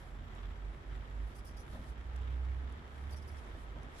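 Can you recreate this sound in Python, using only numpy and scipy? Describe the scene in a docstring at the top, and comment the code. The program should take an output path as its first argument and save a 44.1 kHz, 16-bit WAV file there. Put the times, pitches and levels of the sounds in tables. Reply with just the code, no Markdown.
"""A coil winder is cranked by hand in an open workshop. Friction and small impacts in its gears,
bearings and spindle make a soft whir, and the bobbin ticks and knocks. Twice the copper wire
drags through its guide, where stick-slip motion gives a run of short, bright scrapes.
Underneath lie the room's rumble and a low harmonic drone, probably a distant engine,
that climbs slowly in pitch and drops back."""
import sys
import numpy as np
from scipy import signal
from scipy.fft import rfft, irfft
from scipy.io import wavfile

SR = 44100
rng = np.random.default_rng(int(sys.argv[2]) if len(sys.argv) > 2 else 0)


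def dump_mix(stems):
    """Bounce the given channels to the path in sys.argv[1] as a 16-bit WAV at rate SR."""
    frames = np.atleast_2d(stems).T  # one column per channel
    limited = np.clip(frames, -1, 1)  # hard clip at full scale
    pcm = np.round(limited * 32767).astype(np.int16)
    wavfile.write(sys.argv[1], SR, pcm)


N = 176400


def from_db(db):
    """Amplitude ratio: tenfold for every 20 dB."""
    return 10 ** (np.asarray(db) / 20)


def unit_rms(x):
    """Normalisation to unit mean power."""
    return x / np.sqrt(np.mean(x ** 2) + 1e-20)


def in_time(rows):
    """Linear interpolation of (seconds, value) rows at every sample."""
    return np.interp(np.arange(N) / SR, *np.transpose(rows))


def at_hz(rows, hz):
    """Interpolation of (Hz, value) rows on a logarithmic frequency axis."""
    row_hz, value = np.transpose(rows)
    return np.interp(np.log(hz), np.log(row_hz), value)


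def colour(x, spectrum):
    """Zero-phase filtering by a curve of (Hz, dB) rows."""
    hz = np.maximum(np.arange(N // 2 + 1) * SR / N, 1)
    return irfft(rfft(x) * from_db(at_hz(spectrum, hz)), N)


def drift(rate_hz):
    """Low-passed noise: a slow random wander of unit spread."""
    hop, settle = 40, 2000
    pole = np.exp(-2 * np.pi * rate_hz * hop / SR)
    white = rng.standard_normal(N // hop + settle + 2)
    slow = signal.lfilter([1], [1, -2 * pole, pole * pole], white)[settle:]
    return np.interp(np.arange(N) / hop, np.arange(len(slow)), unit_rms(slow))


def banded_noise(spectrum, flicker_db):
    """Partially coherent stereo noise whose half-octave bands flicker independently."""
    # Each row: frequency in Hz, left-right correlation.
    correlation = [(40, 1), (130, 0.83), (300, 0.92), (650, 0.4), (1400, -0.44), (2800, 0.16),
                   (6000, -0.11), (14000, 0.031)]
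    edges = 20 * 2 ** (np.arange(21) / 2)
    out, white = 0, rng.standard_normal((2, 2, N))
    for k, (low, high) in enumerate(zip(edges, edges[1:])):
        bandpass = signal.butter(2, [low, high], "band", fs=SR, output="sos")
        mid, side = signal.sosfilt(bandpass, white[k % 2])
        alike = np.clip(at_hz(correlation, np.sqrt(low * high)), -1, 1)
        band = np.sqrt(1 + alike) * mid + np.sqrt(1 - alike) * side * [[1], [-1]]
        out = out + from_db(flicker_db * drift(14.0)) * band
    return unit_rms(colour(out, spectrum))


def grains(per_s, spread_db):
    """A Poisson process of tiny contacts of uneven strength."""
    return (rng.random(N) < per_s / SR) * from_db(spread_db * np.minimum(rng.exponential(1, N), 4))


def resonate(contacts, modes, waver_db):
    """Forced resonance: contacts drive damped modes, differently on each side and in wavering strength."""
    out = 0
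    for hz, width_hz, db in modes:
        radius = np.exp(-np.pi * width_hz / SR)
        feedback = [1, -2 * radius * np.cos(2 * np.pi * hz / SR), radius * radius]
        drive = contacts * rng.standard_normal((2, N)) * from_db(waver_db * np.tanh(drift(18.0)))
        out = out + from_db(db) * unit_rms(signal.lfilter([1, 0, -1], feedback, drive))
    return unit_rms(out)


def stroke(start, length, attack_s, release_s):
    """An envelope with linear rise, hold and exponential decay."""
    t = np.arange(N) / SR - start
    return np.clip(t / attack_s, 0, 1) * np.exp(-np.maximum(t - length, 0) / release_s)


def die_away(contacts, decay_s):
    """Incoherent summation: the envelope of exponentially fading contacts whose energies add."""
    return np.sqrt(signal.lfilter([1], [1, -np.exp(-2 / (decay_s * SR))], contacts ** 2 + 1e-18))


def pan(db):
    """Direction by level difference: the left gains what the right loses."""
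    return from_db([[db], [-db]])


def gears():
    """Bearing friction gives broadband noise; tooth impacts ring the frame. Both follow the cranking."""
    # Each row: frequency in Hz, relative spectral density in dB.
    spectrum = [(100, -17), (250, -3.5), (380, -5), (500, -6.5), (900, -6), (1350, -8.5), (1850, -10.5),
                (2700, -18.5), (3600, -22.5), (4200, -26.5), (5800, -31), (6500, -34.5), (7700, -35.5),
                (8400, -42.5), (10800, -41.5), (13000, -58), (15000, -59)]
    # Each row: frequency in Hz, bandwidth in Hz, relative level in dB.
    frame_modes = [(368, 39, -1.5), (856, 210, -9.5), (1295, 50, -2), (1570, 96, -5), (1808, 220, -2.5),
                   (2185, 190, -6.5), (3060, 59, -10), (3310, 110, -9), (3690, 200, -12.5),
                   (5680, 170, -22)]
    # Each row: time in seconds, relative level in dB.
    effort = [(0, -60.5), (.24, -61.5), (.4, -60.5), (.68, -61), (.85, -60.5), (1.0, -60.5), (1.45, -61),
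              (1.9, -60.5), (2.3, -59.5), (2.55, -60), (2.72, -60), (2.9, -60), (3.1, -60), (3.25, -60),
              (3.5, -58.5), (3.65, -60), (4, -58)]
    rush = from_db(3) * banded_noise(spectrum, flicker_db=0.23)
    patter = from_db(-3.5) * resonate(grains(per_s=440, spread_db=2), frame_modes, waver_db=1.0)
    return from_db(in_time(effort)) * (rush + patter)


def bearing():
    """Random excitation: fine rolling contacts sustain a thin metallic ring."""
    # Each row: frequency in Hz, bandwidth in Hz, relative level in dB.
    modes = [(7400, 120, -3), (12000, 120, -13), (12700, 160, -14)]
    # Each row: time in seconds, level in dB.
    level = [(0, -87), (.38, -80.5), (.65, -91), (1.0, -88), (1.75, -89), (2.0, -92), (2.18, -81),
             (2.4, -89.5), (3.5, -85), (4, -89)]
    ring = resonate(grains(per_s=2700, spread_db=6.0), modes, waver_db=4.5)
    return from_db(in_time(level)) * ring * pan(db=1.5)


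def engine():
    """Periodic firing: low partials follow one rate and reach the right side sooner and louder."""
    # Each row: time in seconds, firing rate in Hz.
    firing_rate = [(0, 43.74), (.3, 45.74), (.7, 49), (1.25, 52.36), (1.6, 52), (1.85, 56.07), (2.2, 62.17),
                   (2.55, 64.16), (2.9, 66.17), (3.2, 71.92), (3.37, 72.4), (3.44, 50.95), (4, 52.5)]
    # Each row: time in seconds, relative level in dB.
    level = [(0, -47), (.06, -50), (.14, -41.5), (.24, -47.5), (.28, -51), (.32, -42.5), (.36, -50),
             (.45, -38), (.57, -47.5), (.64, -36.5), (.7, -36.5), (.79, -60), (.89, -40.5), (.99, -38.5),
             (1.065, -47.5), (1.11, -42.5), (1.19, -36), (1.26, -35.5), (1.33, -54), (1.41, -41.5),
             (1.47, -53), (1.53, -44), (1.61, -46), (1.66, -60), (1.71, -42), (1.77, -52), (1.85, -54),
             (1.91, -37.5), (1.96, -48), (2.0, -40), (2.04, -45.5), (2.09, -38.5), (2.13, -43), (2.16, -35),
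             (2.37, -34), (2.52, -34), (2.73, -41), (2.79, -54), (2.86, -48), (2.96, -46), (3.04, -38),
             (3.1, -40.5), (3.15, -37), (3.22, -44), (3.33, -42), (3.42, -46.5), (3.55, -46), (3.63, -47.5),
             (3.73, -42.5), (3.88, -46.5), (4, -76)]
    # Each row: multiple of the firing rate, relative level in dB.
    orders = [(0.782, -16), (1, 6.5), (1.5, -13), (2.002, -18)]
    gain_db, waver_db, left_lag_s = -2.94, 0.67, 0.00034
    hz = in_time(firing_rate)
    cycles = np.cumsum(hz) / SR - hz * left_lag_s * np.array([[1], [0]])
    drone = 0
    for order, db in orders:
        amplitude = from_db(db + waver_db * drift(28.0))
        drone = drone + amplitude * np.sin(2 * np.pi * (order * cycles + rng.random()))
    return from_db(gain_db + in_time(level)) * unit_rms(drone) * pan(db=-2.1)


def rumble():
    """Ambient noise: the workshop's low background swells and sinks."""
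    # Each row: frequency in Hz, relative spectral density in dB.
    spectrum = [(15, -5), (30, -2.5), (50, -4.5), (80, 1.5), (102, -6), (118, -9.5), (136, -3),
                (160, -15.5), (200, -13.5), (228, -12), (270, -17.5), (380, -18.5), (600, -30.5),
                (2000, -73)]
    # Each row: time in seconds, level in dB.
    level = [(0, -53.5), (.16, -51.5), (.7, -52), (.83, -53), (1.0, -50), (1.25, -53.5), (1.38, -51.5),
             (1.55, -51), (2.0, -52), (2.4, -51.5), (2.72, -48.5), (2.9, -53.5), (3.08, -52), (3.3, -51.5),
             (3.7, -52), (3.87, -50.5), (4, -54)]
    return from_db(in_time(level)) * banded_noise(spectrum, flicker_db=-1.0) * pan(db=-1.3)


def wire():
    """Stick-slip friction: sliding wire hisses; where it catches it rasps, squeaks and rings its guide."""
    # Each row: time in seconds, level in dB.
    slide_level = [(0, -72), (.2, -82), (1.1, -79.5), (1.24, -78), (1.315, -70.5), (1.42, -80), (1.54, -78),
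                   (1.66, -75), (1.75, -66), (1.81, -73.5), (1.89, -65.5), (1.96, -82.5), (2.8, -84),
                   (2.98, -73.5), (3.1, -75), (3.24, -77.5), (3.45, -72.5), (3.53, -76.5), (3.62, -69.5),
                   (3.7, -83), (3.9, -83), (3.99, -59)]
    # Each row of both: frequency in Hz, relative spectral density in dB.
    slide_spectrum = [(1500, -16), (3500, 4), (4500, 0), (5700, 0.5), (6500, -3), (7600, -0.5),
                      (8400, -2.5), (10700, 0.5), (12000, -9), (13200, -12), (15000, -14)]
    rasp_spectrum = [(2000, -34), (4000, -5), (4600, 7), (5800, -2), (6500, -3), (7600, 4), (8300, 0),
                     (9400, -1), (11200, 4), (12300, -7), (14000, -3), (15200, -7)]
    # Each row: frequency in Hz, bandwidth in Hz, relative level in dB.
    guide_modes = [(4677, 40, -2), (5005, 65, -1), (5244, 110, -5), (5673, 70, -2), (5850, 300, -5),
                   (6017, 70, -4), (7866, 60, -11), (9283, 100, -4), (9610, 130, -4), (10380, 160, -3),
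                   (11000, 400, -6), (14700, 150, -14)]
    # Each row: start and length in seconds, rasp and guide levels in dB,
    # then frequency in Hz and level in dB of the low squeak and of the high squeak.
    scrapes = [(1.347, 0.023, -64, -71, 6150, -72, 8730, -75), (1.377, .02, -70, -72, 4900, -69, 7840, -75),
               (1.446, 0.046, -67, -71, 5280, -70, 9500, -71),
               (1.494, 0.026, -84, -77, 5550, -69.5, 9450, -81),
               (1.565, .011, -68, -67, 5070, -67, 11000, -72),
               (1.579, .032, -75, -69, 6010, -70, 10150, -71),
               (3.102, .014, -63, -70, 5700, -68, 10400, -75),
               (3.118, .022, -68, -68, 4670, -62, 10300, -76),
               (3.158, 0.022, -71, -69, 5600, -64, 9550, -69),
               (3.216, .014, -71, -71, 5040, -77, 10100, -80),
               (3.271, 0.022, -71, -68, 4985, -67, 9500, -73),
               (3.313, .018, -71, -77, 5670, -76, 9900, -76), (3.364, .03, -76, -77, 5370, -72, 9280, -83)]
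    relative_bandwidth = 0.034  # wide enough to make the squeaks hoarse
    slips = grains(per_s=2400, spread_db=2)
    grain = unit_rms(die_away(slips, decay_s=0.0028))
    rasp = grain * banded_noise(rasp_spectrum, flicker_db=-3.0)
    guide_ring = resonate(slips, guide_modes, waver_db=2.5)
    hiss = unit_rms(np.sqrt(grain)) * banded_noise(slide_spectrum, flicker_db=2.0)
    out = from_db(in_time(slide_level)) * hiss
    for start, length, rasp_db, guide_db, low_hz, low_db, high_hz, high_db in scrapes:
        tones = from_db(guide_db) * guide_ring
        for hz, db in ((low_hz, low_db), (high_hz, high_db)):
            squeak = resonate(slips, [(hz, relative_bandwidth * hz, 0)], waver_db=4.5)
            tones = tones + from_db(db) * squeak
        # The resonances build and fade more slowly than the rasp.
        out = out + from_db(rasp_db) * stroke(start, length, attack_s=0.0033, release_s=0.0037) * rasp
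        out = out + stroke(start, length, attack_s=0.0094, release_s=0.013) * tones
    return out


def spindle():
    """Modulated friction: grainy noise swells where the spindle rubs harder in its turn."""
    # Each row: start in seconds, length in seconds, level in dB.
    swishes = [(0.148, 0.1, -67), (0.262, 0.092, -64.5), (0.355, 0.061, -60), (0.427, 0.095, -61.5),
               (0.916, 0.06, -61.5), (1.005, 0.12, -65.5), (1.622, 0.071, -63.5), (1.722, 0.032, -63),
               (2.103, 0.15, -62.5), (2.27, 0.071, -59.5), (2.655, 0.13, -64), (3.037, 0.11, -62.5),
               (3.34, .05, -62.5), (3.42, 0.14, -67), (3.89, 0.086, -69)]
    # Each row: frequency in Hz, relative spectral density in dB.
    spectrum = [(500, -8.5), (1300, 8.5), (2100, 0.5), (2700, -2.5), (3600, -1), (4300, -14), (7400, -24.5),
                (15000, -42)]
    envelope = sum(from_db(db) * stroke(start, length, attack_s=0.0094, release_s=0.013)
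                   for start, length, db in swishes)
    grain = unit_rms(die_away(grains(per_s=620, spread_db=4.0), decay_s=0.0035))
    return envelope * grain * banded_noise(spectrum, flicker_db=-0.5)


def crank():
    """Sliding friction: the crank scuffs in soft, dull bursts of noise."""
    # Each row: start in seconds, length in seconds, level in dB.
    rubs = [(0.16, 0.018, -66), (1.728, 0.055, -59), (1.846, 0.02, -60), (2.612, 0.065, -67),
            (3.02, 0.034, -65), (3.106, 0.043, -58), (3.455, 0.057, -64), (3.751, 0.029, -57)]
    # Each row: frequency in Hz, relative spectral density in dB.
    spectrum = [(60, -35), (150, -11), (235, 5.5), (400, -13.5), (620, 4.5), (800, -3), (1000, -4.5),
                (2000, -42), (5000, -44), (15000, -56)]
    envelope = sum(from_db(db) * stroke(start, length, attack_s=0.0084, release_s=0.0092)
                   for start, length, db in rubs)
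    return envelope * banded_noise(spectrum, flicker_db=0.5)


def ticks():
    """Impulsive transients: turns of wire snap into place, a few clear ticks among many fine ones."""
    # Each row: start in seconds, relative level in dB.
    clear_ticks = [(0.35, -60), (.652, -66), (0.96, -59.5), (1.432, -71), (1.571, -55), (1.667, -68),
                   (2.137, -73), (2.1617, -53), (2.279, -68), (2.442, -72), (2.586, -66), (2.697, -65),
                   (2.724, -56), (3.69, -69), (3.8313, -56)]
    # Each row: frequency in Hz, relative spectral density in dB.
    spectrum = [(1000, -28), (4000, 1), (5800, 2), (8000, -2.5), (10300, 6.5), (12000, -21), (15000, -13)]
    fine_per_s, fine_db, clear_gain_db = 12, -82, -5
    snaps = from_db(fine_db) * (rng.random(N) < fine_per_s / SR) * rng.random(N)
    for start, db in clear_ticks:
        snaps[int(start * SR)] += from_db(db + clear_gain_db)
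    return die_away(snaps, decay_s=0.0034) * banded_noise(spectrum, flicker_db=1.0)


def bobbin():
    """Damped free vibration: the bobbin knocks on its shaft; softer contacts favour its low modes."""
    # Each row: start in seconds, relative level in dB, cutoff of the contact in Hz.
    knocks = [(1.732, -57, 2000), (1.749, -54, 2000), (1.766, -65, 2000), (1.792, -51, 450),
              (3.549, -52.5, 200.5), (3.764, -58, 1504)]
    # Each row: frequency in Hz, time to decay by 60 dB in seconds, relative level in dB.
    modes = [(60.6, 0.1, 10.5), (189, 0.14, -2.5), (246, .13, 1), (542, 0.096, -5.5), (626, 0.074, -2.5),
             (955, .07, -5.5), (1290, 0.055, -8)]
    gain_db, detune = 4.5, 0.017
    out = 0
    for start, db, contact_hz in knocks:
        t = np.maximum(np.arange(N) / SR - start, 0)
        for hz, t60, mode_db in modes:
            strength = from_db(gain_db + db + mode_db) / np.hypot(1, hz / contact_hz)
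            decay = from_db(-60 * np.minimum(t / t60, 3))
            out = out + strength * decay * np.sin(2 * np.pi * hz * rng.normal(1, detune) * t)
    return out


def scene():
    """Superposition: the workshop's background and the winder's parts add linearly."""
    return engine() + rumble() + gears() + bearing() + spindle() + wire() + ticks() + crank() + bobbin()


def record(dry):
    """Frequency response: each microphone port adds its own colour, and a steep low-pass cuts the top."""
    # Each row: frequency in Hz, left minus right level in dB.
    port_balance = [(200, 0), (500, -1), (1500, 0.5), (2800, -1), (3700, -2.5), (4400, 0.5), (5000, 0),
                    (5900, 0), (6900, -2), (8400, -2), (9600, -3), (10700, 3.5), (12500, 2.5), (13300, 3),
                    (14800, 0)]
    cutoff_hz = 15250
    ports = [colour(channel, [(hz, side * db / 2) for hz, db in port_balance])
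             for channel, side in zip(dry, (1, -1))]
    return signal.sosfilt(signal.ellip(12, .1, 80, cutoff_hz, fs=SR, output="sos"), ports)


dry = scene()
out = record(dry)
dump_mix(out)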